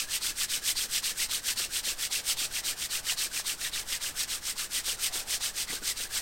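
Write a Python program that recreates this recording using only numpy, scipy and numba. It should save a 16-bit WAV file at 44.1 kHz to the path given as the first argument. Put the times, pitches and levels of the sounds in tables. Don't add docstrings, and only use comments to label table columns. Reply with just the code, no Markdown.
import sys
import numpy as np
from scipy import signal
from scipy.fft import rfft, irfft, next_fast_len
from scipy.io import wavfile
from numba import njit

SR = 44100
rng = np.random.default_rng(int(sys.argv[2]) if len(sys.argv) > 2 else 0)


def master_out(mix):
    frames = np.transpose(np.atleast_2d(mix))
    ceiling = np.clip(frames, -1, 1)
    pcm = np.round(ceiling * 32767).astype(np.int16)
    wavfile.write(sys.argv[1], SR, pcm)


N = 274125
TIME_S = np.arange(N) / SR

# freq_hz, relative_db
ROOM_SPECTRUM = [(8, 9), (20, 3.5), (40, -2), (70, -6.5), (110, -9.5), (200, -12.5), (350, -13),
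                 (600, -15.5), (850, -21), (1200, -14), (2500, -20.5), (8000, -28.5), (16000, -27.5)]
# pitch_hz, width_hz, level_db
WHINE_BAND = (848, 28, -68)
# pitch_hz, width_hz
HUM_BAND = (724, 300)
# time_s, level_db
HUM_SWELLS = [(0, -76), (2.1, -62), (2.4, -57), (3.4, -64), (4.0, -58), (4.6, -72), (5.15, -53), (5.9, -68),
              (6.2, -56)]
# start_s, strength_db, pocket_hz (used as ratio to its mean)
HAND_STROKES = [(-0.066, -33, 2930), (0.07, -31.5, 2930), (0.2, -32.5, 3340), (0.341, -32.0, 3080),
                (0.476, -32.5, 3060), (0.609, -30, 3260), (0.746, -32, 3280), (0.883, -30.5, 3300),
                (1.018, -32, 3200), (1.146, -31.4, 2950), (1.282, -33, 3050), (1.416, -31, 2950),
                (1.552, -32.5, 3260), (1.688, -33, 3280), (1.825, -32.5, 3170), (1.959, -33.4, 3460),
                (2.096, -32.5, 2780), (2.227, -31, 3300), (2.359, -32, 3040), (2.496, -35, 2720),
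                (2.624, -32.5, 3020), (2.755, -34.5, 3600), (2.887, -33, 2950), (3.022, -32.5, 3000),
                (3.16, -32.3, 2880), (3.297, -34, 2700), (3.435, -33.5, 2780), (3.57, -35, 3520),
                (3.712, -35.6, 2920), (3.848, -34, 3500), (3.995, -35.5, 3000), (4.135, -32.5, 3500),
                (4.269, -34.5, 3200), (4.407, -35, 3600), (4.55, -36.0, 3250), (4.687, -32.5, 2940),
                (4.829, -32.5, 3090), (4.971, -32, 2860), (5.11, -34.9, 3360), (5.251, -32.0, 3060),
                (5.394, -33.0, 3250), (5.529, -33, 3220), (5.664, -37, 3200), (5.807, -32, 3960),
                (5.948, -35.8, 3220), (6.089, -33, 3640), (6.228, -41, 3200)]
# rise_share, brake_share, start_db, full_db, end_db
PUSH_SWELL = (0.5526, 0.3379, -20, 3, -25)
# rise_share, brake_share, start_db, full_db, end_db
PULL_SWELL = (0.3355, 0.4837, -20.5, 2.5, -23)
# freq_hz, relative_db
SKIN_SPECTRUM = [(150, -20), (400, -16), (800, -20.5), (1100, -17.5), (1500, -9), (2200, -4), (3200, -0.65),
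                 (5400, 1), (7000, -1.5), (8700, 2.5), (10000, -6.5), (13000, -7), (15800, -12.5)]
# place_strokes, sigma_strokes, pitch_hz, glide_oct_per_stroke, width_hz, gain_db
AIR_POCKETS = [(.17, 0.076, 1584, 0.2, 130, -16), (.37, 0.055, 1830, 5, 220, -17),
               (0.556, 0.061, 3040, -1, 420, -1.2), (.55, 0.051, 1340, 4.5, 200, -18.5),
               (.67, 0.14, 1956, -0.7, 209, -11.5), (.74, 0.019, 990, 3, 350, -23),
               (1.11, 0.058, 1950, 0.5, 302, -18.5), (1.12, 0.041, 1160, 8, 350, -21),
               (1.25, 0.11, 3880, -0.7, 695, -3.5), (1.36, 0.044, 1620, 1.5, 300, -11),
               (1.489, 0.034, 3090, -2, 300, -1.4), (1.56, 0.074, 1240, 1, 160, -17.5),
               (1.66, 0.053, 2580, 0.5, 260, -10), (1.78, 0.09, 1630, 0.9, 140, -16)]
# time_s, gain_db
PALM_SEAL = [(0, -1), (1.0, -0.5), (1.8, -.5), (2.3, -3), (2.7, -0.5), (3.4, 1.3), (3.9, -0.5),
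             (4.45, -5.5), (5.0, -2), (5.6, -3.5), (6.2, -3)]
# place_strokes, sigma_strokes, pitch_hz, width_hz, gain_db
PAD_BRUSH = (1.76, 0.09, 432, 420, -22)
# start_s, peak_db, pitch_hz, decay_s
PAD_BUMPS = [(1.598, -43, 420, 0.0047), (1.869, -47, 400, 0.0063), (2.414, -46.5, 434, 0.0056),
             (3.121, -37.5, 940, 0.0023), (3.397, -38.5, 950, 0.002), (4.880, -47, 520, 0.004),
             (5.154, -42.5, 497, 0.0066), (5.696, -45.5, 300, .0083), (5.725, -39.5, 338, 0.0064),
             (5.815, -45.5, 320, 0.0088), (6.0, -44, 400, 0.0032)]
# centre_s, sigma_s, pitch_hz, peak_db
PALM_HOOTS = [(3.075, 0.0053, 1800, -37.5), (3.664, 0.0092, 1770, -41), (5.7, 0.012, 2050, -37)]
# delay_s, gain_db
WALL_ECHOES = [(.0023, -32), (.0041, -20.5), (.0067, -20)]


def from_db(db):
    return 10 ** (np.asarray(db) / 20)


def unit_rms(x):
    return x / np.sqrt(np.mean(x ** 2) + 1e-20)


def coloured(x, spectrum):
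    size = next_fast_len(N + 4096)
    hz, db = np.transpose(spectrum)
    bins_hz = np.maximum(np.fft.rfftfreq(size, 1 / SR), 1)
    gain = from_db(np.interp(np.log(bins_hz), np.log(hz), db))
    return unit_rms(irfft(rfft(x, size) * gain, size)[:N])


def low_pass(x, hz, order=2):
    return signal.sosfilt(signal.butter(order, hz, fs=SR, output="sos"), x)


def flutter(hz):
    return unit_rms(low_pass(rng.standard_normal(2 * N), hz)[N:])


def narrow_noise(hz, width_hz):
    ringing = signal.lfilter(*signal.iirpeak(hz, hz / width_hz, fs=SR), rng.standard_normal(N))
    return unit_rms(low_pass(ringing, 2 * hz, order=3))


def gaussian(offset, sigma):
    return np.exp(-.5 * (offset / sigma) ** 2)


@njit
def resonate(x, pitch_hz, width_hz):
    radius = np.exp(-np.pi * width_hz / SR)
    out, state = np.zeros(len(x)), 0j
    for i in range(len(x)):
        state = state * radius * np.exp(2j * np.pi * pitch_hz[i] / SR) + x[i]
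        out[i] = state.real
    return out


def background(tone_db=-48):
    hum = from_db(np.interp(TIME_S, *np.transpose(HUM_SWELLS))) * narrow_noise(*HUM_BAND)
    tone = from_db(tone_db) * coloured(rng.standard_normal(N), ROOM_SPECTRUM)
    hz, width_hz, db = WHINE_BAND
    return tone + from_db(db) * narrow_noise(hz, width_hz) + hum


def hand_motion(ease_strokes=0.37):
    start_s, strength_db, pocket_hz = np.transpose(HAND_STROKES)
    index = np.arange(len(start_s))
    strokes_done = np.interp(TIME_S, start_s, index)
    hold_edges = (index[:, None] + [ease_strokes, 1 - ease_strokes]).ravel()
    held = lambda column: np.interp(strokes_done, hold_edges, np.repeat(column, 2))
    return (strokes_done + 1) % 2, held(strength_db), held(pocket_hz)


def swell_db(place, shape):
    rise, brake, start_db, full_db, end_db = shape
    early = np.maximum(1 - place / rise, 0)
    late = np.maximum(1 - (1 - place) / brake, 0)
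    return full_db + (start_db - full_db) * early ** 1.93 + (end_db - full_db) * late ** 2.22


def skin_slips(rate_per_s=5000, spread_db=0.9, bed_db=5.0):
    sizes = from_db(spread_db * np.minimum(rng.exponential(1, N), 4)) * rng.choice([-1, 1], N)
    clicks = sizes * (rng.random(N) < rate_per_s / SR)
    return unit_rms(unit_rms(clicks) + from_db(bed_db) * rng.standard_normal(N))


def friction(cycle, cupping_db, drift_db=0.5, flicker_db=0.8):
    speed_db = np.where(cycle < 1, swell_db(cycle, PUSH_SWELL), swell_db(cycle - 1, PULL_SWELL))
    hiss = coloured(skin_slips(), SKIN_SPECTRUM)
    below = lambda hz: signal.sosfiltfilt(signal.butter(3, hz, fs=SR, output="sos"), hiss)
    body, warm, dull = below(2200), below(3800), below(7000)
    bands = [(body, cupping_db - .34), (warm - body, -.9), (dull - warm, 0), (hiss - dull, -.6)]
    out = np.zeros(N)
    for band, db in bands:
        out += band * from_db(db + drift_db * flutter(hz=10.5) + flicker_db * flutter(hz=99))
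    return from_db(speed_db) * out


def air_pockets(cycle, cupping_db, pocket_hz, wander_oct=0.064, uneven_db=1.15, small_above_hz=2300):
    seal_db = np.interp(TIME_S, *np.transpose(PALM_SEAL))
    out = np.zeros(N)
    for place, sigma, hz, glide, width_hz, db in AIR_POCKETS:
        offset = (cycle - place + 1) % 2 - 1
        pitch_hz = hz * 2 ** (glide * offset + wander_oct * flutter(hz=2.26))
        if hz > small_above_hz:
            pitch_hz *= pocket_hz / np.mean(pocket_hz)
            gain_db = db + seal_db
        else:
            gain_db = db + 0.97 * cupping_db
        ringing = resonate(rng.standard_normal(N), pitch_hz, width_hz)
        skirt_filter = signal.butter(1, [hz / 2, hz * 2], "band", fs=SR, output="sos")
        ringing = unit_rms(signal.sosfilt(skirt_filter, ringing))
        out += ringing * from_db(gain_db + uneven_db * flutter(hz=6.9)) * gaussian(offset, sigma)
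    return out


def pad_brush(cycle):
    place, sigma, hz, width_hz, db = PAD_BRUSH
    return from_db(db) * narrow_noise(hz, width_hz) * gaussian(cycle - place, sigma)


def pad_bumps():
    out = np.zeros(N)
    for start_s, peak_db, hz, decay_s in PAD_BUMPS:
        age = np.maximum(TIME_S - start_s, 0) / decay_s
        envelope = np.sqrt(2 * age) * np.exp(.5 - np.minimum(age, 20))
        out += from_db(peak_db) * envelope * narrow_noise(hz, width_hz=hz)
    return out


def palm_hoots(width_hz=70):
    return sum(from_db(db) * narrow_noise(hz, width_hz) * gaussian(TIME_S - centre_s, sigma_s)
               for centre_s, sigma_s, hz, db in PALM_HOOTS)


def room(x, t60_s=0.27, tail_db=-15, damping_hz=6000):
    age_s = TIME_S[:SR // 2]
    tail = rng.standard_normal(len(age_s)) * from_db(-60 * age_s / t60_s) * (age_s > .005)
    response = low_pass(tail * from_db(tail_db) / np.linalg.norm(tail), damping_hz, order=1)
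    response[0] = 1
    for delay_s, db in WALL_ECHOES:
        response[round(delay_s * SR)] += from_db(db)
    return signal.fftconvolve(x, response)[:N]


def scene(usual_db=-33.5, flutter_db=0.88, waver_db=0.7):
    cycle, strength_db, pocket_hz = hand_motion()
    cupping_db = 0.74 * (usual_db - strength_db)
    grip = from_db(strength_db + flutter_db * flutter(hz=300) + waver_db * flutter(hz=40))
    rubbing = friction(cycle, cupping_db) + air_pockets(cycle, cupping_db, pocket_hz) + pad_brush(cycle)
    hands = grip * rubbing + pad_bumps() + palm_hoots()
    return (room(hands) + background())[None]


def record(dry, cutoff_hz=15900):
    return signal.sosfilt(signal.ellip(12, .1, 90, cutoff_hz, fs=SR, output="sos"), dry)


dry = scene()
out = record(dry)
master_out(out)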